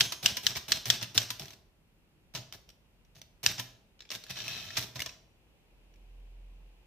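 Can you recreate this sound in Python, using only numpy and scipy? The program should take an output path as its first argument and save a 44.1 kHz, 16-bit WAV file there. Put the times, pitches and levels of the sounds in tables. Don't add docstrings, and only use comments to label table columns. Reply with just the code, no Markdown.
import sys
import numpy as np
from scipy import signal
from scipy.fft import rfft, irfft, next_fast_len
from scipy.io import wavfile

SR = 44100
rng = np.random.default_rng(int(sys.argv[2]) if len(sys.argv) > 2 else 0)


def boost_factor(decibels):
    exponent = np.asarray(decibels, float) / 20
    return 10 ** exponent


def dump(signal):
    limited = np.clip(np.atleast_2d(signal).T, -1, 1)
    pcm = np.round(limited * 32767).astype(np.int16)
    wavfile.write(sys.argv[1], SR, pcm)


N = 302526

# key down [t/s], linkage [level/dB], typebar strikes [t/s], strike [level/dB], typebar ring [f/Hz]
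LETTERS = [
    (.0, -23.5, 0.0082, -6, 3143),
    (.226, -30.5, 0.26, -5.5, 2990),
    (.43, -36, .4669, -8.5, 4170),
    (.68, -33.5, 0.72, -7.5, 4283),
    (.855, -32.5, .9014, -5.5, 3330),
    (1.144, -31.5, 1.1783, -6, 3610),
    (3.429, -31.5, 3.463, -6, 3593),
]
# [t/s], peak [level/dB], rattle just before [level/dB]
FALLS = [
    (0.122, -23.5, -50.5),
    (0.3689, -21.5, -50),
    (0.5676, -24, -29),
    (1.027, -24.5, -32),
    (1.3042, -22, -41),
    (3.5953, -24.5, -32),
]
# [t/s], peak [level/dB], ring [f/Hz]
TICKS = [(.856, -23.5, 6000), (1.3959, -29.5, 5500), (1.4561, -38, 5860), (1.4814, -38.5, 3350),
         (1.5055, -39, 6200), (1.5339, -41.5, 2620), (2.5248, -32.5, 3150), (2.6904, -43.5, 5830),
         (2.7016, -46, 5450), (3.0492, -60, 5770), (3.2161, -37.5, 5900), (4.2383, -37, 4300),
         (4.2654, -43, 1700), (4.371, -37, 2990), (4.4804, -26, 2560), (4.9935, -29, 2010),
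         (5.0028, -23, 2160), (5.0195, -22.5, 2870), (5.9394, -58, 5790), (5.9588, -60, 2340)]
# [t/s], [level/dB], desk [level/dB], lasts [t/s]
SLIDES = [(1.393, -39.5, 2.5, .04), (1.44, -50, -7.5, .1), (2.337, -41, 4, .05), (2.534, -40.5, -2, .014),
          (3.148, -53.5, -2, .044), (4.104, -35.5, -16, .056), (4.135, -49.5, 4, .03),
          (4.296, -32, -8.5, 0.015), (4.766, -24.5, -11.5, 0.024), (4.801, -34, -7, .04),
          (4.948, -43.5, 1.5, 0.046)]
# [t/s], peak [level/dB], desk [level/dB], decay t60 [t/s]
KNOCKS = [
    (2.35, -27.5, -12, 0.14),
    (4.7707, -20, -19, 0.066),
    (4.9577, -30, -10, 0.065),
    (5.061, -25, -19, 0.046),
]
# [t/s], peak [level/dB], ring [f/Hz]
LEVER_CLICKS = [(3.9923, -48, 2990), (4.0053, -37, 3920), (4.0204, -42.5, 3910), (4.0524, -49, 2400),
                (4.0908, -45, 3460), (4.1036, -28.5, 5340), (4.116, -26, 2820), (4.151, -28.5, 3730),
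                (4.5134, -33, 3660), (4.7052, -33, 1820), (5.0925, -34, 2600)]
# [t/s], roll [level/dB]
CARRIAGE_ROLL = [
    (4.2, -66),
    (4.279, -58.5),
    (4.303, -46),
    (4.34, -50),
    (4.379, -41.5),
    (4.441, -44),
    (4.495, -40.5),
    (4.74, -48.5),
    (4.77, -38.5),
]
# [t/s], rings for [t/s], [level/dB]
PLUCKS = [
    (.011, 0.26, 1.5),
    (3.15, 0.051, -25.5),
]
# [f/Hz], [level/dB], decay t60 [t/s]
BELL_PARTIALS = [(6423, -42, .68), (11188, -52, .6)]

# [f/Hz], density [level/dB]
PLATEN_COLOUR = [(180, -63), (300, -31.5), (703, -20), (1150, -17.5), (1650, -8.5), (2200, -11.5),
                 (3060, -1), (4880, -4), (5670, -0.5), (6880, -12.5), (8000, -13), (10400, -36.5),
                 (17600, -120)]
# [f/Hz], density [level/dB]
FRAME_COLOUR = [(150, -57), (250, -5), (398, -8), (466, -19.5), (614, -11.5), (1180, -11.5), (1310, -9.5),
                (1490, -12), (1700, -8), (3710, -3), (4820, -6), (5730, -5), (8000, -18), (10400, -46),
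                (17600, -120)]
# [f/Hz], density [level/dB]
EDGE_COLOUR = [(4120, -38), (7000, -24), (8250, -2.5), (8960, -5), (10200, -5), (11800, -4.5), (14100, 1),
               (15500, -7), (16500, -32)]
# [f/Hz], width [f/Hz], [level/dB]
DESK_MODES = [(64, 26, -8), (87.5, 29, -3.5), (120.4, 17, 3), (195, 31, -6.5)]
# [f/Hz], width [f/Hz], [level/dB]
ROD_MODES = [(1680, 90, 3), (2560, 40, -4.5), (2990, 110, -8), (3580, 150, -14.5), (4000, 58, 7.5),
             (5500, 600, 10.5), (6100, 210, -3)]
# [f/Hz], width [f/Hz], [level/dB]
REST_MODES = [(1003.5, 27, 8), (804, 400, -15.5)]
# [f/Hz], width [f/Hz], [level/dB]
RAIL_MODES = [(1328, 23, -8), (1696, 39, -7), (2560, 61, 1), (3150, 60, -2.5), (3640, 56, -1.5),
              (4020, 33, 4.5), (4420, 48, -3), (5630, 67, 0), (6230, 46, -24)]
# [f/Hz], width [f/Hz], [level/dB]
CASE_MODES = [(260.2, 80, -3), (401, 40.7, 0), (650, 77, -2), (847, 60, -4)]

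# [f/Hz], correlation [-1..1]
CONTACT_ALIKE = [(60, 0.97), (180, 0.99), (550, 0.75), (1650, 0.848), (4970, 0), (15000, 0.28)]
# [f/Hz], correlation [-1..1]
QUIET_ALIKE = [(60, 0.78), (240, 0.79), (950, 0.33), (3770, -0.43), (15000, 0.02)]
# [f/Hz], correlation [-1..1]
ROOM_ALIKE = [(150, 0.99), (500, .8), (2000, 0.37), (8000, 0.27)]
# [f/Hz], difference [level/dB]
LEAN = [(60, -2.5), (150, 0), (380, 0.0), (950, -0.5), (2380, 0), (5980, -1), (15000, -3)]
# [f/Hz], t60 [t/s]
ROOM_DECAY = [(100, 0.53), (500, 0.85), (2000, 0.42), (5000, 0.43), (13000, 0.36)]
# [f/Hz], density [level/dB]
AIR_COLOUR = [(13, -33.5), (22, -4), (49, 0), (101, -9.5), (171, -9), (281, -17), (332, -16.5),
              (610, -24.5), (663, -32), (762, -26.5), (1030, -27.5), (2650, -31), (5910, -39),
              (15200, -39.5), (16500, -49)]
# [t/s], [level/dB]
STREET = [(0, -77), (1.7, -79.5), (2.4, -76), (3.9, -75), (5.3, -74), (6.1, -70.5), (6.86, -71)]
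# [f/Hz], width [f/Hz], [level/dB]
TRAFFIC_MODES = [(424.3, 300, 2), (960, 407, -5)]
# [f/Hz], width [f/Hz], [level/dB]
TYRE_MODES = [(2630, 700, 0)]
# [f/Hz], [level/dB]
MIC = [(20, -13.5), (40, -0.5), (15000, 0), (15400, -11.5), (16400, -26)]


def along(points, hz):
    f, v = np.transpose(points)
    return np.interp(np.log(hz + 1), np.log(f + 1), v)


def curves(rows):
    s, *cols = np.transpose(rows)
    t = np.arange(N) / SR
    return [(t > s[0]) & (t < s[-1])] + [np.interp(t, s, c) for c in cols]


def filtered(x, response):
    m = next_fast_len(x.shape[-1] + SR // 4)
    gain = response(np.fft.rfftfreq(m, 1 / SR))
    power = np.sum(np.mean(abs(gain) ** 2, -1))
    return irfft(rfft(x, m) * gain / np.sqrt(power), m)[..., :x.shape[-1]]


def equalized(x, gain_db):
    m = next_fast_len(N)
    return irfft(rfft(x, m) * boost_factor(gain_db(np.fft.rfftfreq(m, 1 / SR))), m)[:, :N]


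def causal(spectrum):
    def response(hz):
        cepstrum = irfft(np.log(boost_factor(along(spectrum, hz)) + 1e-6))
        half = len(cepstrum) // 2
        cepstrum[1:half] *= 2
        cepstrum[half + 1:] = 0
        return np.exp(np.fft.rfft(cepstrum, 2 * len(hz) - 2))[:len(hz)]
    return response


def modes(rows):
    def response(f):
        total = 0
        for k, (centre, width, db) in enumerate(rows):
            damping = 1j * f * width
            total = total + (-1) ** k * boost_factor(db) * damping / (centre ** 2 - f ** 2 + damping)
        return total
    return response


def spread(pair, alike):
    def mid_side(hz):
        turn = np.arccos(np.clip(along(alike, hz), -1, 1)) / 2
        return np.array([np.cos(turn), np.sin(turn)])
    mid, side = filtered(pair, mid_side)
    return np.array([mid + side, mid - side])


def grit(n, depth_db):
    jumps = np.repeat(boost_factor(depth_db * rng.standard_normal(n // 44 + 1)), 44)[:n]
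    return rng.standard_normal((2, n)) * jumps / np.sqrt(np.mean(jumps ** 2))


def burst(shape, depth_db):
    rows = shape * grit(len(shape), depth_db)
    return rows * np.linalg.norm(shape) / np.linalg.norm(rows, axis=1, keepdims=True)


def add(track, s, sound):
    k = round(max(s, 0) * SR)
    track[..., k:k + sound.shape[-1]] += sound[..., :max(track.shape[-1] - k, 0)]


def blow(rise, t60, hold=0):
    t = np.arange(SR // 5) / SR
    return (1 - np.exp(-t / rise)) ** 2 * boost_factor(-60 * np.maximum(t - hold, 0) / t60)


def shove():
    return blow(0.0021, 0.011) * [[1], [.15]]


def contact(forces, body, s, shape, db, desk_db, top_db, depth_db, push):
    add(forces[body], s, boost_factor(db) * burst(shape, depth_db))
    add(forces["top"], s, boost_factor(db + top_db) * burst(shape, depth_db))
    add(forces["desk"], s, boost_factor(db + desk_db) * push)


def ping(forces, s, db, hz, t60):
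    wave = blow(0.00028, t60) * np.sin(2 * np.pi * hz * np.arange(SR // 5) / SR)
    add(forces["ring"], s, boost_factor(db) * wave * [[1], [.3]])


def quiet():
    noise = rng.standard_normal((3, 2, N))
    _, traffic_db = curves(STREET)
    air = boost_factor(-65) * filtered(noise[0], lambda hz: boost_factor(along(AIR_COLOUR, hz)))
    engines = boost_factor(traffic_db - 2) * filtered(noise[1], modes(TRAFFIC_MODES))
    tyres = boost_factor(traffic_db - 2) * filtered(noise[2], modes(TYRE_MODES))
    return spread(air + engines + tyres, QUIET_ALIKE)


def slide(forces, s, db, desk_db, top_db, travel):
    shape = blow(0.0012, .05, travel)
    contact(forces, "frame", s, shape, db - 8.0, desk_db, top_db, 4.1, burst(shape, 0))


def room(x):
    out, step = np.zeros((2, N)), 12000
    for k in range(0, N, step):
        hz, t, z = signal.stft(rng.standard_normal((2, SR // 2)), SR, nperseg=256)
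        decay = boost_factor(-60 * t / along(ROOM_DECAY, hz)[:, None])
        tail = signal.istft(z * decay, SR, nperseg=256)[1]
        tail = tail / np.linalg.norm(tail[0])
        add(out, k / SR + .006, signal.fftconvolve(x[:, k:k + step], tail, axes=1))
    return out


def letter(forces, down, link_db, s, db, hz):
    slide(forces, down, link_db, desk_db=-3, top_db=-5.5, travel=s - down)
    shape = blow(0.00037, 0.0068) + 0.49 * blow(0.00095, 0.033)
    contact(forces, "platen", s - .0008, shape, db, -38.5, -15.5, 3.8, shove())
    ping(forces, s - .0004, db + 2.0, hz, .009)
    ping(forces, s, db - 21.5, 1710, 0.032)
    add(forces["kick"], s, boost_factor(db + 10.5) * np.ones((2, 1)))
    slide(forces, s + .0145, db - 25, desk_db=-8, top_db=-11.5, travel=0.04)


def bell():
    out = np.zeros(N)
    for s, length, pluck_db in PLUCKS:
        t = np.arange(round(length * SR)) / SR
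        tone = sum(boost_factor(db - 60 * t / t60) * np.sin(2 * np.pi * hz * t) for hz, db, t60 in BELL_PARTIALS)
        ends = np.clip(np.minimum(t, length - t) / .004, 0, 1)
        add(out, s, boost_factor(pluck_db) * tone * ends)
    return out


def fall(forces, s, db, lead_db):
    lead = .017
    slide(forces, s - lead, lead_db, desk_db=-6.5, top_db=-17, travel=lead)
    knock(forces, s, db, desk_db=-31.5, top_db=-8.5, rest_db=-22, t60=.066)


def knock(forces, s, db, desk_db, top_db, rest_db, t60):
    shape = blow(.0006, .01) + 0.44 * blow(0.0017, t60)
    contact(forces, "frame", s - .001, shape, db + 1.0, desk_db - 0.5, top_db, 3.015, shove())
    add(forces["rest"], s, boost_factor(db + rest_db + 10.0) * burst(blow(0.00027, 0.027), 0))


def tick(forces, s, db, hz, desk_db, top_db, t60=0.03):
    contact(forces, "frame", s - .0006, blow(0.00033, t60), db - 5.0, desk_db - 15, top_db, 2.2, shove())
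    ping(forces, s - .0004, db - 1.5, hz, 0.68 * t60)


def roll(forces):
    moving, roll_db = curves(CARRIAGE_ROLL)
    rollers = moving * boost_factor(roll_db - 2.5) * grit(N, 4.7)
    forces["rollers"] += rollers
    forces["frame"] += 0.97 * rollers[::-1]
    forces["top"] += moving * boost_factor(roll_db - 16) * grit(N, 3.0)
    forces["desk"] += moving * boost_factor(roll_db - 11.5) * grit(N, 0)


def contact_forces():
    bodies = ["platen", "kick", "frame", "top", "desk", "rest", "ring", "rollers"]
    forces = {body: np.zeros((2, N)) for body in bodies}
    for row in LETTERS:
        letter(forces, *row)
    for row in FALLS:
        fall(forces, *row)
    for s, db, hz in TICKS:
        tick(forces, s, db, hz, desk_db=-17, top_db=-9.5)
    for s, db, desk_db, travel in SLIDES:
        slide(forces, s, db, desk_db, -9, travel)
    for s, db, desk_db, t60 in KNOCKS:
        knock(forces, s, db, desk_db, -15, -24.5, t60)
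    for s, db, hz in LEVER_CLICKS:
        tick(forces, s, db, hz, desk_db=-30, top_db=-21)
    roll(forces)
    return forces


def typewriter():
    forces = contact_forces()
    frame, desk = forces["frame"], forces["desk"]
    clatter = filtered(frame, causal(FRAME_COLOUR))
    clatter += filtered(forces["top"], causal(EDGE_COLOUR))
    clatter += filtered(desk, modes(DESK_MODES))
    clatter += boost_factor(-17.0) * filtered(frame, modes(ROD_MODES))
    clatter += boost_factor(0.5) * filtered(forces["rollers"], modes(RAIL_MODES))
    clatter += boost_factor(-18) * filtered(frame, modes(CASE_MODES))
    clatter += boost_factor(-7.5) * filtered(desk, modes(CASE_MODES))
    cracks, kick = filtered(np.array([forces["platen"], forces["kick"]]), causal(PLATEN_COLOUR))
    rings = forces["ring"] + filtered(forces["rest"], modes(REST_MODES))
    return [spread(x, CONTACT_ALIKE) for x in (clatter, cracks, kick, rings)]


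def drone():
    t = np.arange(N) / SR - 6.38
    db = -50.5 - np.where(t < 0, 39.5, 55.5) * t ** 2
    phase = 2 * np.pi * 42.4 * t
    note = np.sin(phase) + boost_factor(-22.0) * np.sin(2 * phase + 0.78)
    return boost_factor(db + 4.5) * note * boost_factor([[-.6], [.6]])


def scene():
    clatter, cracks, kick, rings = typewriter()
    rings = rings + bell()
    wet = spread(room(clatter + kick + boost_factor(-5.0) * rings), ROOM_ALIKE)
    machine = clatter + cracks + rings + boost_factor(-9.0) * wet

    def lean_db(hz):
        half = along(LEAN, hz) / 2
        return np.array([half, -half])
    return equalized(machine, lean_db) + quiet() + drone()


def band_limit(x):
    return signal.sosfilt(signal.butter(12, 16620, fs=SR, output="sos"), x)


def record(dry):
    heard = equalized(dry, lambda hz: along(MIC, hz))
    return band_limit(heard)


dry = scene()
out = record(dry)
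dump(out)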